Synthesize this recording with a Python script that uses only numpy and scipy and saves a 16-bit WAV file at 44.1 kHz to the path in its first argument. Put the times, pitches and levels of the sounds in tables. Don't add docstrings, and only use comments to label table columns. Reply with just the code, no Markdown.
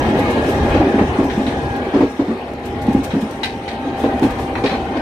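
import sys
import numpy as np
from scipy import signal
from scipy.fft import rfft, irfft
from scipy.io import wavfile
from scipy.ndimage import uniform_filter1d, minimum_filter1d

SR = 44100
rng = np.random.default_rng(int(sys.argv[2]) if len(sys.argv) > 2 else 0)


def wav_record(signal):
    frames = np.transpose(np.atleast_2d(signal))
    bounded = np.clip(frames, -1, 1)
    quanta = np.round(bounded * 32767).astype(np.int16)
    wavfile.write(sys.argv[1], SR, quanta)


N = 221249
TIME = np.arange(N) / SR


# frequency in Hz, relative density in dB.
ROLL_SPECTRUM = [(15, -35), (25, -14), (75, -3), (188, -3.5), (274, -4.5), (741, -3.5), (804, -8),
                 (1300, -12.5), (1660, -15), (4150, -27.5), (4870, -36.5), (9050, -51.5), (10400, -58.5),
                 (12800, -53), (15500, -78)]
# centre in Hz, width in Hz, gain in dB.
CAB_RESONANCES = [(74.6, 27, 5.5), (247.2, 98, 12.5), (373, 138, 11), (870, 70, 4), (2510, 59, 3.5),
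                  (4710, 44, 7), (5830, 130, 7), (8970, 710, 6.5), (10070, 990, -15)]

def rolling():
    hz, field = cab_noise(ROLL_SPECTRUM, size=N)
    cab_db = sum(db / (1 + (2 * (hz - f) / width) ** 2) for f, width, db in CAB_RESONANCES)
    field = rfft(shimmer(irfft(field * amp(cab_db), N)))
    rough_db, bass_db, treble_db = track()
    bands = [(0, 150, -30.5 + bass_db, 1.6),
             (150, 450, -25 + .89 * rough_db, 1.5),
             (450, 1100, -27.5 + rough_db, 1),
             (1100, 5000, -35 + .914 * rough_db, .8),
             (5000, SR, -50.5 + treble_db, 1.4)]
    out = np.zeros((2, N))
    for low_hz, high_hz, level_db, flutter_db in bands:
        band = unit(irfft(field * ((hz >= low_hz) & (hz < high_hz)), N))
        out += band * amp(level_db + flutter_db * wander(hz=15.6))
    return out


# frequency in Hz, rms depth in dB.
SHIMMER_DEPTH = [(300, .5), (1000, 2), (1800, 3.6), (9000, 3.8)]

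def shimmer(x):
    frames = dict(fs=SR, nperseg=1024, noverlap=768)
    hz, _, spectra = signal.stft(x, **frames)
    patches = uniform_filter1d(rng.standard_normal(spectra.shape[1:]), size=3, axis=0)
    patches = unit(uniform_filter1d(patches, size=18, axis=1))
    swell_db = read(SHIMMER_DEPTH, hz)[:, None] * patches
    return signal.istft(spectra * amp(swell_db), **frames)[1][:, :N]


# time in seconds, roughness in dB, bass in dB, treble in dB.
TRACK_STATE = [(0.0, -19.5, -25, -49), (0.4, -19.5, -30, -48), (0.6, -21, -21.5, -47),
               (0.76, -18.5, -22.5, -47.5), (0.82, -21.5, -27, -52.5), (0.89, -22.5, -33.5, -51),
               (1.01, -23.5, -29, -52), (1.38, -26, -31, -47), (1.79, -27, -31.5, -55.5),
               (1.99, -26.5, -36, -52.5), (2.11, -32.5, -44, -52.5), (2.28, -30.5, -43, -56.5),
               (2.63, -32.5, -39.5, -59), (2.89, -27.5, -26, -53), (3.18, -30, -38, -50),
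               (3.41, -32.5, -37, -53.5), (3.73, -31, -40.5, -57.5), (4.02, -26, -33.5, -56.5),
               (4.22, -26, -31.5, -52), (4.56, -27.5, -31, -52), (4.88, -28, -35, -53.5),
               (5.02, -23.5, -30.5, -54.5)]

def track():
    return [db - db.mean() for db in follow(TRACK_STATE)]


# start in seconds, boom peak in dB, boom pitch in Hz, knock in dB relative to that peak.
WHEEL_BLOWS = [(0.478, -11, 342, -5), (0.739, -8, 328, -3), (0.799, -6, 305, -8), (0.843, -10, 320, -21),
               (0.940, -7, 266, -11), (0.985, -11.5, 330, -1.5), (1.008, -1.5, 233, -16.5),
               (1.185, -3, 255, -11.5), (1.204, -11.5, 393, -10), (1.226, -9, 284, -22),
               (1.374, -7, 226, -14.5), (1.394, -9, 258, -11), (1.458, -10.5, 243, -22),
               (1.862, -13.5, 392, -27), (1.937, -5, 263.5, -7.5), (1.959, -11, 364, -2.5),
               (2.004, -3, 275, -8.5), (2.020, -2.5, 287, -20), (2.026, -7, 446, -11),
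               (2.191, -4, 289, -11.5), (2.28, -10.5, 247, -16.5), (2.302, -16.5, 373, -2.5),
               (2.881, -3.5, 247, -19), (2.946, 0, 259, -21), (2.973, -10.5, 297, -23),
               (3.133, -8.5, 190, -17), (3.148, -10.5, 285, -16), (3.222, -11, 218, -24),
               (3.85, -16, 264, -11), (4.035, -7.5, 305, -5), (4.053, -10.5, 264, -13),
               (4.220, -4, 303, -10), (4.244, -4, 251, -28), (4.382, -19.5, 308, 0), (4.635, -7, 256, -4),
               (4.708, -21.5, 187, 3.5), (4.949, -15, 310, -4.5)]
# frequency in Hz, relative density in dB.
KNOCK_SPECTRUM = [(60, -27), (160, -31), (260, -24), (400, 11), (600, 4), (900, -1.5), (1400, -11.5),
                  (3000, -20), (7000, -36), (15000, -80)]
# frequency in Hz, relative density in dB.
SHUDDER_SPECTRUM = [(25, -12), (65, -10), (105, 0), (180, -20.5), (600, -87)]

def joints():
    t, out = np.arange(SR // 2) / SR, np.zeros((2, N))
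    for start_s, db, hz, knock_db in WHEEL_BLOWS:
        boom_t60_s = .11 * np.exp(-.057 * db)
        knock = amp(knock_db) * burst(KNOCK_SPECTRUM, t, t60_s=.19, rise_s=.0053)
        add(out, start_s, amp(db) * (boom(t, hz, boom_t60_s) + knock))
        shudder = burst(SHUDDER_SPECTRUM, t, t60_s=.14, rise_s=.0094)
        add(out, start_s + .0134, amp(db - 17.5) * shudder)
    return out


# frequency in Hz, level in dB, relative decay time.
BODY_MODES = [(185, -2.5, 0.097), (218.4, -1, .15), (241.7, -3.5, 0.17), (273.8, 0.5, 0.2),
              (310.6, 0.5, .11), (382, -3.5, .22), (487, -2, .12), (560, -13, .07)]

def boom(t, hz, t60_s):
    rise_s, shake_db = .0046, 2.5
    mode_hz, mode_db, mode_decay = np.transpose(BODY_MODES)[:, :, None]
    mode_t60_s = t60_s * mode_decay / mode_decay.max()
    excitation = 1 / (1 + (np.log(mode_hz / hz) / .15) ** 2)
    detune = 1 + .02 * rng.standard_normal(mode_hz.shape)
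    shake = uniform_filter1d(rng.standard_normal((len(BODY_MODES), len(t))), size=500)
    shake = unit(uniform_filter1d(shake, size=100))
    decay = amp(mode_db + shake_db * shake - 60 * t / mode_t60_s)
    ring = (excitation * decay * np.sin(2 * np.pi * mode_hz * detune * t)).sum(0)
    ring *= 1 - np.exp(-(t / rise_s) ** 2)
    ring = signal.sosfilt(signal.butter(4, 170, "highpass", fs=SR, output="sos"), ring)
    return ring / abs(ring).max()


# time in seconds, frequency in Hz.
MESH_PITCH = [(0, 827.5), (1, 824.5), (1.8, 820.5), (2.5, 816), (2.95, 810.5), (3.85, 797.5), (4.4, 789.5),
              (5.02, 782)]
MESH_ORDERS = [1, .974, 2, 1.949]
# time in seconds, then near axle, far axle and near octave in dB.
MESH_LEVELS = [(0, -35, -39, -39), (.2, -29.5, -39, -33.5), (.42, -39, -37, -31.5),
               (.65, -29.5, -29.5, -36), (.95, -38, -29, -35.5), (1.27, -36.5, -41, -43),
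               (1.75, -35, -31, -34.5), (2, -38, -39, -40), (2.32, -45, -54, -54), (2.6, -37, -44, -55),
               (2.93, -31, -39, -48), (3.15, -40, -49, -48), (3.45, -38.5, -40, -52),
               (3.85, -32.5, -41, -43.5), (4.2, -28, -36, -52), (4.45, -34, -44, -51),
               (4.78, -30.5, -36, -46), (5.02, -36, -39, -48)]
# midpoint in seconds, length in seconds, multiple of the mesh, level in dB, waver as a fraction.
PASSING_TONES = [(1.5, .35, .835, -37, .004), (2.92, .3, 1.05, -35, .022), (3.7, 1.15, 1.115, -41, .005),
                 (4.784, 0.69, 1.04, -35.5, .008)]
# frequency in Hz, phase between the microphones in radians.
STANDING_WAVE = [(750, 0), (900, .2), (1500, -2.1), (1700, -2.1)]

def gears():
    mesh_hz, = follow(MESH_PITCH)
    near_db, far_db, octave_db = follow(MESH_LEVELS)
    levels_db = [near_db, far_db, octave_db, far_db - 13]
    tones = [(order, db, .003 / order) for order, db in zip(MESH_ORDERS, levels_db)]
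    for middle_s, length_s, order, db, waver in PASSING_TONES:
        fade_db = 20 * (2 * (TIME - middle_s) / length_s) ** 4
        tones.append((order, db - fade_db, waver))
    out = np.zeros((2, N))
    for order, level_db, waver in tones:
        cycles = np.cumsum(order * mesh_hz * (1 + waver * wander(hz=30))) / SR
        strength = amp(np.maximum(level_db, -120) + 2.3 / order * wander(hz=25))
        apart_rad = read(STANDING_WAVE, order * mesh_hz) + .35 * wander(hz=4)
        out += np.sqrt(2) * np.sin(2 * np.pi * cycles + np.array([apart_rad, -apart_rad]) / 2) * strength
    return out * amp([[1.2], [-.4]])


# start in seconds, level in dB, crash t60 in seconds, factor on the crash's
# frequencies, part name, ring in dB relative to the crash.
CLATTERS = [(0.9849, -21, 0.17, 0.46, "dull", -25), (1.298, -28.5, 0.44, 0.77, "bright", -19),
            (1.4647, -29, 0.53, 0.77, "bright", -10.5), (3.105, -33.5, 0.39, 0.74, "bright", -8),
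            (3.4322, -19, 0.25, 0.91, "bright", -7), (3.678, -28, 0.3, 0.88, "bright", -14),
            (4.228, -30, 0.27, .7, "dull", -6.5), (4.5522, -22, 0.23, 0.42, "dull", -11),
            (4.6375, -29.5, 0.68, 0.97, "dull", -4), (4.659, -22.5, 0.32, 0.85, "dull", -11),
            (4.694, -27.5, .15, 0.76, "dull", -7), (4.7085, -26, 0.15, 0.48, "dull", -11),
            (4.738, -26.5, 0.15, 0.51, "dull", -7.5), (4.968, -35.5, 0.22, 1, "dull", -11)]
# frequency in Hz before that factor, relative density in dB.
CRASH_SPECTRUM = [(550, -37), (850, 6), (1150, -11.5), (2200, 1.5), (3300, -4.5), (3900, -5.5), (4800, -4),
                  (7000, -21.5), (9000, -26.5), (15500, -47)]
PART_MODES = { "bright": [(1567, -5, .35), (2040, -1, .26), (2471, -5, .3), (2654, 0, .18), (2859, -5, .25),
              (3138, -1, .14), (3788, 0, .2), (3845, 0, .18), (3968, 0, .22), (4200, -4, .22),
              (5722, -7, .14)], "dull": [(1179, -4, .3), (1534, -5, .3), (1900, -3, .15), (2250, -2, .18),
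              (2401, 2, .28), (2570, -1, .25), (3120, -5, .2), (3569, -4, .1), (4040, -3, .22),
              (4230, -3, .22), (5740, -11, .16)]}

def fittings():
    strike_s, rise_s, split_hz = .01, .0011, 30
    t, out = np.arange(SR // 2) / SR, np.zeros((2, N))
    crash_hz, crash_db = np.transpose(CRASH_SPECTRUM)
    treble_octaves = np.log2(np.maximum(crash_hz / 3000, 1))
    mean_db = np.mean([row[1] for row in CLATTERS])
    strike = np.exp(-t / strike_s)
    for start_s, db, t60_s, pitch, part, ring_db in CLATTERS:
        mode_hz, mode_db, mode_t60_s = np.transpose(PART_MODES[part])[:, :, None]
        phase, split = rng.random(size=(2, 2, 2, len(mode_hz), 1))
        pair_hz = mode_hz + split_hz * (split - .5)
        pairs = np.sin(2 * np.pi * (pair_hz * t + phase)).sum(0) / np.sqrt(2)
        ring = (amp(mode_db - 60 * t / mode_t60_s) * pairs).sum(1) * (1 - np.exp(-t / rise_s))
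        chatter = amp(2.6 * (1 - strike) * grain(t, samples=130))
        tilt_db = .11 * treble_octaves * (db - mean_db)
        spectrum = np.transpose([crash_hz * pitch, crash_db + tilt_db])
        crash = (chatter + .4 * strike) * burst(spectrum, t, t60_s, rise_s)
        add(out, start_s, amp(db) * (crash + amp(ring_db) * ring))
    return out


# start in seconds, level in dB, t60 in seconds.
CLOSE_TICKS = [(0.166, -37.5, 0.24), (0.292, -36.5, 0.17), (0.476, -35, 0.22), (1.228, -42, 0.15),
               (1.757, -40.5, 0.06), (2.534, -42, .025), (2.643, -40, 0.17), (2.811, -40.5, 0.13),
               (2.867, -36, 0.018), (2.926, -37, 0.063), (3.03, -31.5, 0.13), (3.202, -39, 0.12),
               (3.309, -34, 0.021), (3.432, -37, 0.15), (3.95, -41.5, 0.51), (4.193, -34, 0.026),
               (4.213, -36.5, 0.25), (4.298, -39, 0.1), (4.371, -40.5, 0.31)]
# frequency in Hz, relative density in dB.
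TICK_SPECTRUM = [(800, -59), (2500, 16.5), (6000, 11), (9000, 5), (10800, 0), (13300, 7), (14400, 3),
                 (15500, -16)]

def ticks():
    t, out = np.arange(SR // 4) / SR, np.zeros((2, N))
    for start_s, db, t60_s in CLOSE_TICKS:
        swell_s = .11 * t60_s
        noise = unit(irfft(cab_noise(TICK_SPECTRUM, size=len(t))[1], len(t)))
        crackle = unit(amp(2.3 * grain(t, samples=40)))
        envelope = np.minimum(t / swell_s, amp(-60 * np.maximum(t - swell_s, 0) / t60_s))
        add(out, start_s, amp(db) * envelope * crackle * noise)
    return out


def buzzing_parts():
    taps_per_s = 28
    t, out = np.arange(SR // 8) / SR, np.zeros((2, N))
    for hz in np.geomspace(1750, 4300, num=9):
        taps = (rng.random(N) < taps_per_s / SR) * amp(rng.uniform(-8, 0, N))
        spectrum = [(hz * .7, -45), (hz * .9, -8), (hz, 0), (hz * 1.1, -8), (hz * 1.5, -40)]
        ring = burst(spectrum, t, t60_s=.14, rise_s=.002)
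        out += signal.oaconvolve(taps[None], ring, axes=1)[:, :N] / hz
    rough_db, _, _ = track()
    return unit(out) * amp(-40.5 + .46 * rough_db)


def wheel_ring():
    modes_hz, half_width_hz = [1790, 1892, 2200, 2479, 3128], 14
    hz = np.fft.rfftfreq(N, 1 / SR)
    response = sum(1 / f / (1 + ((hz - f) / half_width_hz) ** 2) for f in modes_hz)
    ring = unit(irfft(rfft(rng.standard_normal((2, N))) * response, N))
    rough_db, _, _ = track()
    return ring * amp(-44 + rough_db)


def rustle():
    ticks_per_s, voices = 51, 4
    t, out = np.arange(SR // 8) / SR, np.zeros((2, N))
    for chance, softness in rng.random(size=(voices, 2, N)):
        taps = (chance < ticks_per_s / (voices * SR)) * amp(-10 * softness)
        tick = burst(TICK_SPECTRUM, t, t60_s=.046, rise_s=.002)
        out += signal.oaconvolve(taps[None], tick, axes=1)[:, :N]
    _, _, treble_db = track()
    return unit(out) * amp(-61.5 + 1.5 * treble_db)


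# frequency in Hz, left-right correlation.
CAB_COHERENCE = [(60, 1), (300, 0.98), (640, 0.93), (900, 0.75), (1400, 0), (3000, 0), (15000, 0.14)]
# frequency in Hz, left minus right in dB.
CAB_BALANCE = [(60, 0.2), (550, -0.1), (1100, 5), (2000, 2), (3500, 5), (5000, 0), (7200, -1), (9500, 21),
               (11500, -2), (15000, 5.5)]

def cab_noise(spectrum, size):
    hz = np.fft.rfftfreq(size, 1 / SR)
    left, other = rfft(rng.standard_normal((2, size)))
    coherence, tilt_db = read(CAB_COHERENCE, hz), read(CAB_BALANCE, hz) / 2
    right = coherence * left + np.sqrt(1 - coherence ** 2) * other
    grid_hz = np.arange(0, SR / 2, 28.)
    ripple = np.array([np.interp(hz, grid_hz, r) for r in rng.standard_normal((2, len(grid_hz)))])
    ripple_db = 2 * ripple * (1 - coherence)
    field = np.array([left * amp(tilt_db), right * amp(-tilt_db)])
    return hz, field * amp(read(spectrum, hz) + ripple_db)


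def burst(spectrum, t, t60_s, rise_s):
    noise = unit(irfft(cab_noise(spectrum, size=len(t))[1], len(t)))
    return noise * (1 - np.exp(-t / rise_s)) * amp(-60 * t / t60_s)


def grain(t, samples):
    return unit(uniform_filter1d(rng.standard_normal(len(t)), size=samples))


def wander(hz):
    f = np.fft.rfftfreq(N, 1 / SR)
    return unit(irfft(rfft(rng.standard_normal(N)) / (1 + (f / hz) ** 4), N))


def amp(db):
    return 10 ** (np.asarray(db) / 20)


def unit(x):
    return x / np.sqrt(np.mean(x ** 2) + 1e-20)


def read(points, hz):
    f, value = np.transpose(points)
    return np.interp(np.log(hz + 1), np.log(f), value)


def follow(rows):
    times_s, *columns = np.transpose(rows)
    return [np.interp(TIME, times_s, column) for column in columns]


def add(mix, start_s, sound):
    part = mix[:, round(start_s * SR):][:, :sound.shape[-1]]
    part += sound[..., :part.shape[1]]


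def scene():
    return rolling() + wheel_ring() + gears() + joints() + fittings() + buzzing_parts() + ticks() + rustle()


def record(dry):
    allowed_gain = 1 / np.maximum(abs(dry).max(0), 1)
    gain = uniform_filter1d(minimum_filter1d(allowed_gain, size=200), size=200)
    lowpass = signal.firwin(511, cutoff=15750, window=("kaiser", 9), fs=SR)
    return signal.oaconvolve(dry * gain, lowpass[None], "same")


dry = scene()
out = record(dry)
wav_record(out)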